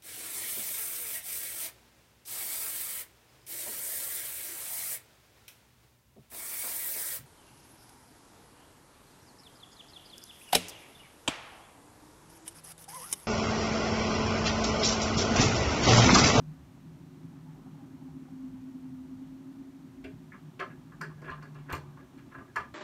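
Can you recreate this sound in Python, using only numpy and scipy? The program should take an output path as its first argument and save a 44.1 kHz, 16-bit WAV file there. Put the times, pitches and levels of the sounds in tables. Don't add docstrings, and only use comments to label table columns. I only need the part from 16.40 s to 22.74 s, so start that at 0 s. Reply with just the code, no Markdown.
import sys
import numpy as np
from scipy import signal
from scipy.fft import rfft, irfft, next_fast_len
from scipy.io import wavfile
from scipy.ndimage import uniform_filter1d

SR = 44100
rng = np.random.default_rng(int(sys.argv[2]) if len(sys.argv) > 2 else 0)


def invert_db(x):
    u = np.asarray(x, float) / 20
    return 10 ** u


def digitize_waveform(pressure):
    field = np.atleast_2d(pressure).T
    bounded = np.clip(field, -1, 1)
    quanta = np.round(bounded * 32767).astype(np.int16)
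    wavfile.write(sys.argv[1], SR, quanta)


N = 279594


def in_time(rows):
    s, *columns = np.transpose(rows)
    return [np.interp(np.arange(N) / SR, s, c) for c in columns]


def at_hz(points, hz):
    table_hz, value = np.transpose(points)
    return np.interp(np.log(hz), np.log(table_hz), value)


def rms_one(x):
    return x / np.sqrt(np.mean(x ** 2) + 1e-20)


def drift(rate_hz):
    thin = 40
    r = np.exp(-2 * np.pi * rate_hz * thin / SR)
    noise = rng.standard_normal(N // thin + 2002)
    slow = signal.lfilter([1], [1, -2 * r, r * r], noise)[2000:]
    return np.interp(np.arange(N) / thin, np.arange(len(slow)), rms_one(slow))


def shaped(spectrum):
    size = next_fast_len(N)
    hz = np.maximum(np.fft.rfftfreq(size, 1 / SR), 1)
    return hz, rfft(rng.standard_normal(size)) * invert_db(at_hz(spectrum, hz))


def coloured(spectrum, patchy_db, patch_hz):
    hz, noise = shaped(spectrum)
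    out = np.zeros(N)
    step = 2 * np.log2(hz / 25)
    for k in range(15):
        window = np.cos(np.pi / 2 * np.clip(step - k, -1, 1)) ** 2
        patch = irfft(noise * window, next_fast_len(N))[:N]
        out += patch * invert_db(patchy_db * drift(patch_hz))
    return rms_one(out)


def ring(force, hz, t60):
    r, w = invert_db(-60 / (t60 * SR)), 2 * np.pi * hz / SR
    return signal.lfilter([0, np.sin(w)], [1, -2 * r * np.cos(w), r * r], force + 1e-18)


# frequency in Hz, density in dB per Hz.
HISS_SPECTRUM = [(300, -33), (420, -8), (600, -4), (900, -4.5), (1400, -9), (2200, -14), (4300, -18.5),
                 (5000, -21.5), (5600, -19.5), (9300, -24), (10400, -27), (11300, -25), (15000, -27.5),
                 (15900, -25)]


def microphone_hiss():
    noise = irfft(shaped(HISS_SPECTRUM)[1], next_fast_len(N))[:N]
    return invert_db(-65) * rms_one(noise)


# frequency in Hz, density in dB per Hz.
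RUMBLE_SPECTRUM = [(50, -18), (80, -16), (110, 4), (150, 2), (200, 1), (260, 3), (320, -4), (362, -5.5),
                   (385, -11.5), (480, -27.5), (700, -47.5)]


def rumble():
    return invert_db(-54.5) * coloured(RUMBLE_SPECTRUM, patchy_db=4.0, patch_hz=9.7)


def hum(curve, tone, flutter_hz):
    hz, share = in_time(tone)
    share = np.clip(share, 0, 1)
    phase = 2 * np.pi * np.cumsum(hz) / SR
    steady = np.sqrt(2) * np.sin(phase)
    noisy = drift(flutter_hz) * np.cos(phase) + drift(flutter_hz) * np.sin(phase)
    return invert_db(in_time(curve)[0]) * (np.sqrt(share) * steady + np.sqrt(1 - share) * noisy)


def throb(per_s, depth):
    rate = per_s * (1 + 0.2003 * drift(1.19))
    return 1 + depth * np.sin(2 * np.pi * np.cumsum(rate) / SR)


# time in seconds, level in dB.
LOW_HUM_LEVEL = [(0.0, -45), (0.1, -44), (0.17, -55), (0.88, -49), (3.69, -63.5), (3.74, -45), (3.99, -67),
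                 (4.02, -45.5), (4.29, -59.5), (4.61, -49.5), (5.44, -47), (5.74, -66), (5.79, -56.5),
                 (6.16, -68), (6.22, -52.5), (6.34, -81)]
HIGH_HUM_LEVEL = [(0.0, -65), (0.92, -52), (1.11, -54.5), (1.73, -46), (1.87, -51), (1.99, -41),
                  (3.81, -52.5), (4.17, -69), (4.2, -61.5), (4.45, -53), (4.63, -70.5), (5.35, -55),
                  (5.4, -64), (5.72, -55.5), (6.29, -63.5), (6.34, -70)]
FAN_LEVEL = [(0, -70), (3, -68), (6.34, -65)]
# time in seconds, frequency in Hz, share of steady tone from 0 to 1.
LOW_HUM_TONE = [(0, 154, 0.96), (.3, 156.9, 0.08), (1.5, 154.5, 0.36), (4.2, 156.9, 0.55),
                (4.6, 153.3, 0.36), (5, 150, 0.9), (5.5, 143, 0.82), (5.7, 142.4, 0.8), (6.34, 140, 0.2)]
HIGH_HUM_TONE = [(0, 268, 0.25), (1.4, 265.6, 0.37), (2, 261.8, 0.87), (2.6, 259.1, 0.87), (3.2, 269, 0.84),
                 (3.8, 265.3, 0.77), (4.6, 262.2, 0.63), (5.4, 271.4, 0.44), (6.34, 266.3, 0.74)]
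FAN_TONE = [(0, 358.9, 0.74), (6.34, 365.2, 0.36)]


def machinery():
    low = hum(LOW_HUM_LEVEL, LOW_HUM_TONE, flutter_hz=17.8)
    high = hum(HIGH_HUM_LEVEL, HIGH_HUM_TONE, flutter_hz=21.8) * throb(per_s=10.5, depth=0.37)
    fan = hum(FAN_LEVEL, FAN_TONE, flutter_hz=10.6)
    return low + high + fan


# time in seconds, level in dB.
BUSTLE_LEVEL = [(0, -65), (.5, -78), (1.25, -59.5), (2.2, -69.5), (2.7, -69.5), (4, -68), (5.05, -58),
                (5.26, -49.5), (6.34, -69)]
# frequency in Hz, density in dB per Hz.
BUSTLE_SPECTRUM = [(350, -28), (500, -24), (650, -15), (850, 0.5), (1100, 1.5), (1500, -6), (2500, -20),
                   (4000, -70)]


def bustle():
    return invert_db(in_time(BUSTLE_LEVEL)[0] - 10.5) * coloured(BUSTLE_SPECTRUM, patchy_db=4.5, patch_hz=6.4)


# start in seconds, peak level in dB, frequency in Hz.
FAR_KNOCKS = [(0.911, -56, 869), (1.049, -54, 864), (1.147, -55.5, 773), (1.248, -51, 750),
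              (1.33, -52, 876), (1.379, -54.5, 807), (1.599, -52, 867), (1.66, -54.5, 804),
              (1.864, -52, 787), (2.135, -60, 864), (2.434, -57, 772)]


def corridor():
    out, puff = np.zeros(N), np.hanning(1800)
    for s, db, hz in FAR_KNOCKS:
        force = np.zeros(8000)
        force[:len(puff)] = puff * rng.standard_normal(len(puff))
        tone = ring(force, hz, 0.14)
        out[round(s * SR):][:len(tone)] += invert_db(db - 3.5) * tone / np.max(np.abs(tone))
    return out


# start in seconds, peak level in dB.
PUSHES = [
    (3.663, -47),
    (4.209, -65),
    (4.903, -46),
    (5.325, -33.5),
    (5.985, -51),
    (6.188, -51.5),
]
# frequency in Hz, density in dB per Hz.
SHUDDER_SPECTRUM = [(20, -58), (32, -25), (45, 9.5), (60, -0.5), (75, 9), (100, -14), (130, -33.5)]


def shudder():
    rise_s, fall_s = 0.048, 0.075
    t, gain = np.arange(N) / SR, invert_db(-67)
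    for s, db in PUSHES:
        away = np.maximum((s - t) / rise_s, (t - s) / fall_s)
        gain = gain + invert_db(db - 16) * np.exp(-away)
    return gain * coloured(SHUDDER_SPECTRUM, patchy_db=6.0, patch_hz=2.1)


# frequency in Hz, level in dB, decay time T60 in seconds.
LEAF_MODES = [(86, 4, 0.2), (47.7, -29, 0.17), (128, -36, .15)]


def leaf():
    force = np.zeros(N)
    for s, db in PUSHES:
        force[round(s * SR)] = invert_db(db - 0.5)
    force = np.convolve(force, np.hanning(350) / 175)[:N]
    return sum(invert_db(db) * ring(force, hz, t60) for hz, db, t60 in LEAF_MODES)


# frequency in Hz, decay time T60 in seconds.
ROOM_T60 = [(100, 0.3), (400, 0.29), (1500, 0.16), (4000, 0.23), (7000, 0.2), (12000, 0.17)]


def room(x, gap_s=0.0062):
    age = np.arange(SR // 2) / SR
    tail = np.zeros(len(age))
    for low in 45 * 2. ** np.arange(9):
        octave = signal.butter(2, [low, min(2 * low, .45 * SR)], "band", fs=SR, output="sos")
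        decay = invert_db(-60 * age / at_hz(ROOM_T60, 1.4 * low))
        tail += signal.sosfilt(octave, rng.standard_normal(len(age))) * decay
    tail *= np.clip(age / gap_s, 0, 1) ** 2
    return signal.fftconvolve(x, tail / np.sqrt(np.sum(tail ** 2)))[:N]


def rattle(length, per_s, rise):
    age = np.arange(4000) / SR
    draw = rng.random((3, len(age)))
    click = (draw[0] < per_s / SR) * np.sign(draw[1] - .5) * (.4 + draw[2])
    train = click * np.minimum(age / rise, 1) * np.exp(-age / length)
    train[0] = .35
    return train / np.sqrt(np.sum(train ** 2))


def struck(contacts, ranges, per_s, rise, spread_db, longest):
    out = np.zeros(N)
    trains = np.array([rattle(row[-1], per_s, rise) for row in contacts])
    size = trains.shape[1]
    power = uniform_filter1d(np.abs(rfft(trains)) ** 2, size=9)
    for column, modes in enumerate(ranges, 1):
        for m, (hz, mode_db, t60) in enumerate(modes):
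            force = np.zeros(N + size)
            strength = invert_db(spread_db * rng.normal(0, 1, len(contacts)))
            strength /= power[:, round(hz / SR * size)] ** .4
            for row, train, chance in zip(contacts, trains, strength):
                at = round(row[0] * SR)
                force[at:at + size] += train * chance * invert_db(row[column] + mode_db - 4.5)
            out += (-1) ** m * ring(force[:N], hz, min(t60, longest))
    return out


# start in seconds, strength in dB,
# brightness in dB, thump in dB, crack in dB under the strength.
BLOWS = [(3.6385, -52, 5.5, -41, -7), (4.191, -33, 2.2, -34.5, 4), (4.2034, -32.5, 3, -33, 7),
         (4.2176, -34.5, -1, -50, 13.5), (4.6069, -33.5, 4.5, -47, 10), (4.6185, -35, 4, -47, 21),
         (4.635, -46.5, 4, -66, 3), (4.873, -37.5, 1.5, -60, 10.5), (4.8857, -34, 1.5, -62, 12),
         (4.9095, -41.5, -7.5, -66, 7.5), (5.035, -51.5, 7, -55, 23), (5.2837, -43, 4, -40.5, 12),
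         (5.2942, -37, -1, -66, 9), (5.3065, -33, 2, -46.5, 12), (5.3239, -33, -4.5, -37, 2.5),
         (5.337, -38.5, 1, -46, 7), (5.567, -48.5, -3, -66, 18), (5.94, -40.5, 0.6, -52, 13),
         (6.1554, -27.5, 3, -43.5, 7.5), (6.1649, -28.5, -3.5, -54, 12), (6.2314, -49, 5, -68, 21)]
FUMBLES = [(3.652, -58.5, 11.5, -53, -4), (3.9331, -47.5, 0, -59.5, 10), (4.2934, -49.5, 4.5, -63, 8),
           (4.5136, -48.5, 0.5, -67, 23), (4.694, -50, -2.5, -72, 19), (4.7644, -61, 6, -56, 11),
           (4.8115, -47.5, 1.1, -41.5, 19), (4.835, -47.5, 4, -57, 4), (4.8503, -46.5, 7.5, -41.5, 3),
           (4.927, -48.5, 3, -55, 7), (4.97, -50.5, 2.5, -61, 19), (5.0127, -46, 1.5, -56, 10),
           (5.071, -64, -4, -65, 6), (5.1446, -49, -1.5, -53.5, 6), (5.179, -58.5, 0, -65, -1),
           (5.3486, -53, 7, -54, 10.5), (5.5916, -57, 2.2, -54, 7), (5.7736, -58, 4, -68, -3),
           (5.9094, -47, 0.5, -61, 13), (5.974, -46, 4, -46.5, 11), (5.9967, -51, -7.5, -59, 19),
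           (6.072, -61, 8, -57, 11), (6.1976, -48, -8.5, -59, -1)]


def knocks():
    rows = []
    for table, length_s in ((BLOWS, 0.0075), (FUMBLES, 0.014)):
        for s, db, bright_db, thump_db, crack_db in table:
            upper_db, middle_db, top_db = db + bright_db, db - bright_db, db - crack_db
            hollow_db = 20 * np.log10(invert_db(thump_db - 2.5) + invert_db(middle_db - 16.5))
            rows.append((s, upper_db, thump_db, middle_db, top_db, hollow_db, length_s))
    return rows


# frequency in Hz, level in dB, decay time T60 in seconds.
LOW_PANEL = [(320, -7.5, 0.11), (378.8, 5.5, 0.31), (422, -2.5, 0.13), (492, -1, 0.047), (569.5, -4, 0.084),
             (633, -3, 0.092), (722, -4.5, 0.056)]
MIDDLE_PANEL = [(758, -21, 0.014), (908, -5, 0.08), (909, -11.5, 0.22), (1042, 4.5, 0.032),
                (1164, -1.5, 0.074), (1200, -0.5, 0.067), (1360, -1, 0.038), (1355, -7.5, 0.11)]
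UPPER_PANEL = [(1420, 2, 0.019), (1517, -5.5, 0.035), (1504, -5, 0.053), (1648, 1.5, 0.042),
               (1722, 0, 0.052), (1842, -11, 0.11), (1904, -6.5, 0.018)]
TOP_PANEL = [(1963, -1.5, 0.022), (2190, 6.5, 0.016), (2235, 2, 0.024), (2364, 6.5, 0.02),
             (2450, -1.5, 0.041), (2743, 7.5, 0.0084), (2990, -4, 0.012), (3160, -0.5, 0.0091)]


def panel():
    thump, hollow = LOW_PANEL[:3], LOW_PANEL[3:]
    ranges = [UPPER_PANEL, thump, MIDDLE_PANEL, TOP_PANEL, hollow]
    return struck(knocks(), ranges, per_s=1800, rise=0.0062, spread_db=1.5, longest=.1)


# start in seconds, lock case level in dB,
# dullness as dB lost per step from case to key to edge.
TICKS = [(3.639, -56.5, 8), (4.195, -43, 16), (4.209, -64, 17), (4.609, -41.5, 8), (4.631, -56, 7.5),
         (4.814, -62, 7), (4.85, -60, 10), (4.897, -50.5, 14), (5.023, -51.5, 12.5), (5.142, -58.5, 16),
         (5.297, -51.5, 12), (5.322, -42, 3), (5.334, -61, 7), (5.347, -46, 7), (5.361, -57, 4),
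         (5.772, -66, 6), (5.942, -69, 11), (6.156, -39.5, 9.5), (6.171, -53, 12), (6.2, -59, 18)]
# frequency in Hz, level in dB, decay time T60 in seconds.
CASE = [(3800, 3, 0.0057), (3880, 4, 0.0025), (4630, -8, 0.0037), (4343, 9, 0.0081), (4550, 5, 0.0087),
        (5580, 4.5, 0.0038)]
KEY = [(5940, -29, 0.0021), (5930, 3, 0.007), (7280, 8, 0.0089), (7910, -0.5, 0.0063), (8430, 9.5, 0.0056),
       (9010, 3, 0.0074), (10030, 0, 0.0033)]
EDGE = [(11200, 5, 0.0054), (13100, 14, 0.006), (12900, -23, 0.0055), (13800, -1, .004), (14600, -6, .004),
        (15400, 4, 0.0062)]
SLIDE = [(1300, -2, .03), (1500, -3, 0.031), (1700, 4, 0.042), (2020, 2.5, 0.034), (2280, 0, .03),
         (2420, -3.5, .025)]


def metal():
    rise_s = 0.0024
    ticks = [(s, db, db - dull_db, db - 2 * dull_db, 0.0052) for s, db, dull_db in TICKS]
    ticking = struck(ticks, [CASE, KEY, EDGE], per_s=5000, rise=rise_s, spread_db=1.5, longest=.012)
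    slide = (3.915, -44, 0.013)
    return ticking + struck([slide], [SLIDE], per_s=3000, rise=rise_s, spread_db=0, longest=.1)


def lock():
    delay_s = 0.002496
    return np.roll(panel() + metal(), round(delay_s * SR))


def scene():
    background = machinery() + rumble() + shudder() + bustle() + corridor()
    door = lock()
    return (background + leaf() + door + invert_db(-4.5) * room(door))[None]


def band_limit(x):
    return signal.sosfilt(signal.butter(12, 15750, fs=SR, output="sos"), x)


def record(dry):
    top_cut = signal.cheby2(12, 60, 16500, fs=SR, output="sos")
    mix = signal.sosfilt(top_cut, dry + microphone_hiss())
    return band_limit(mix)


dry = scene()
out = record(dry)
digitize_waveform(out)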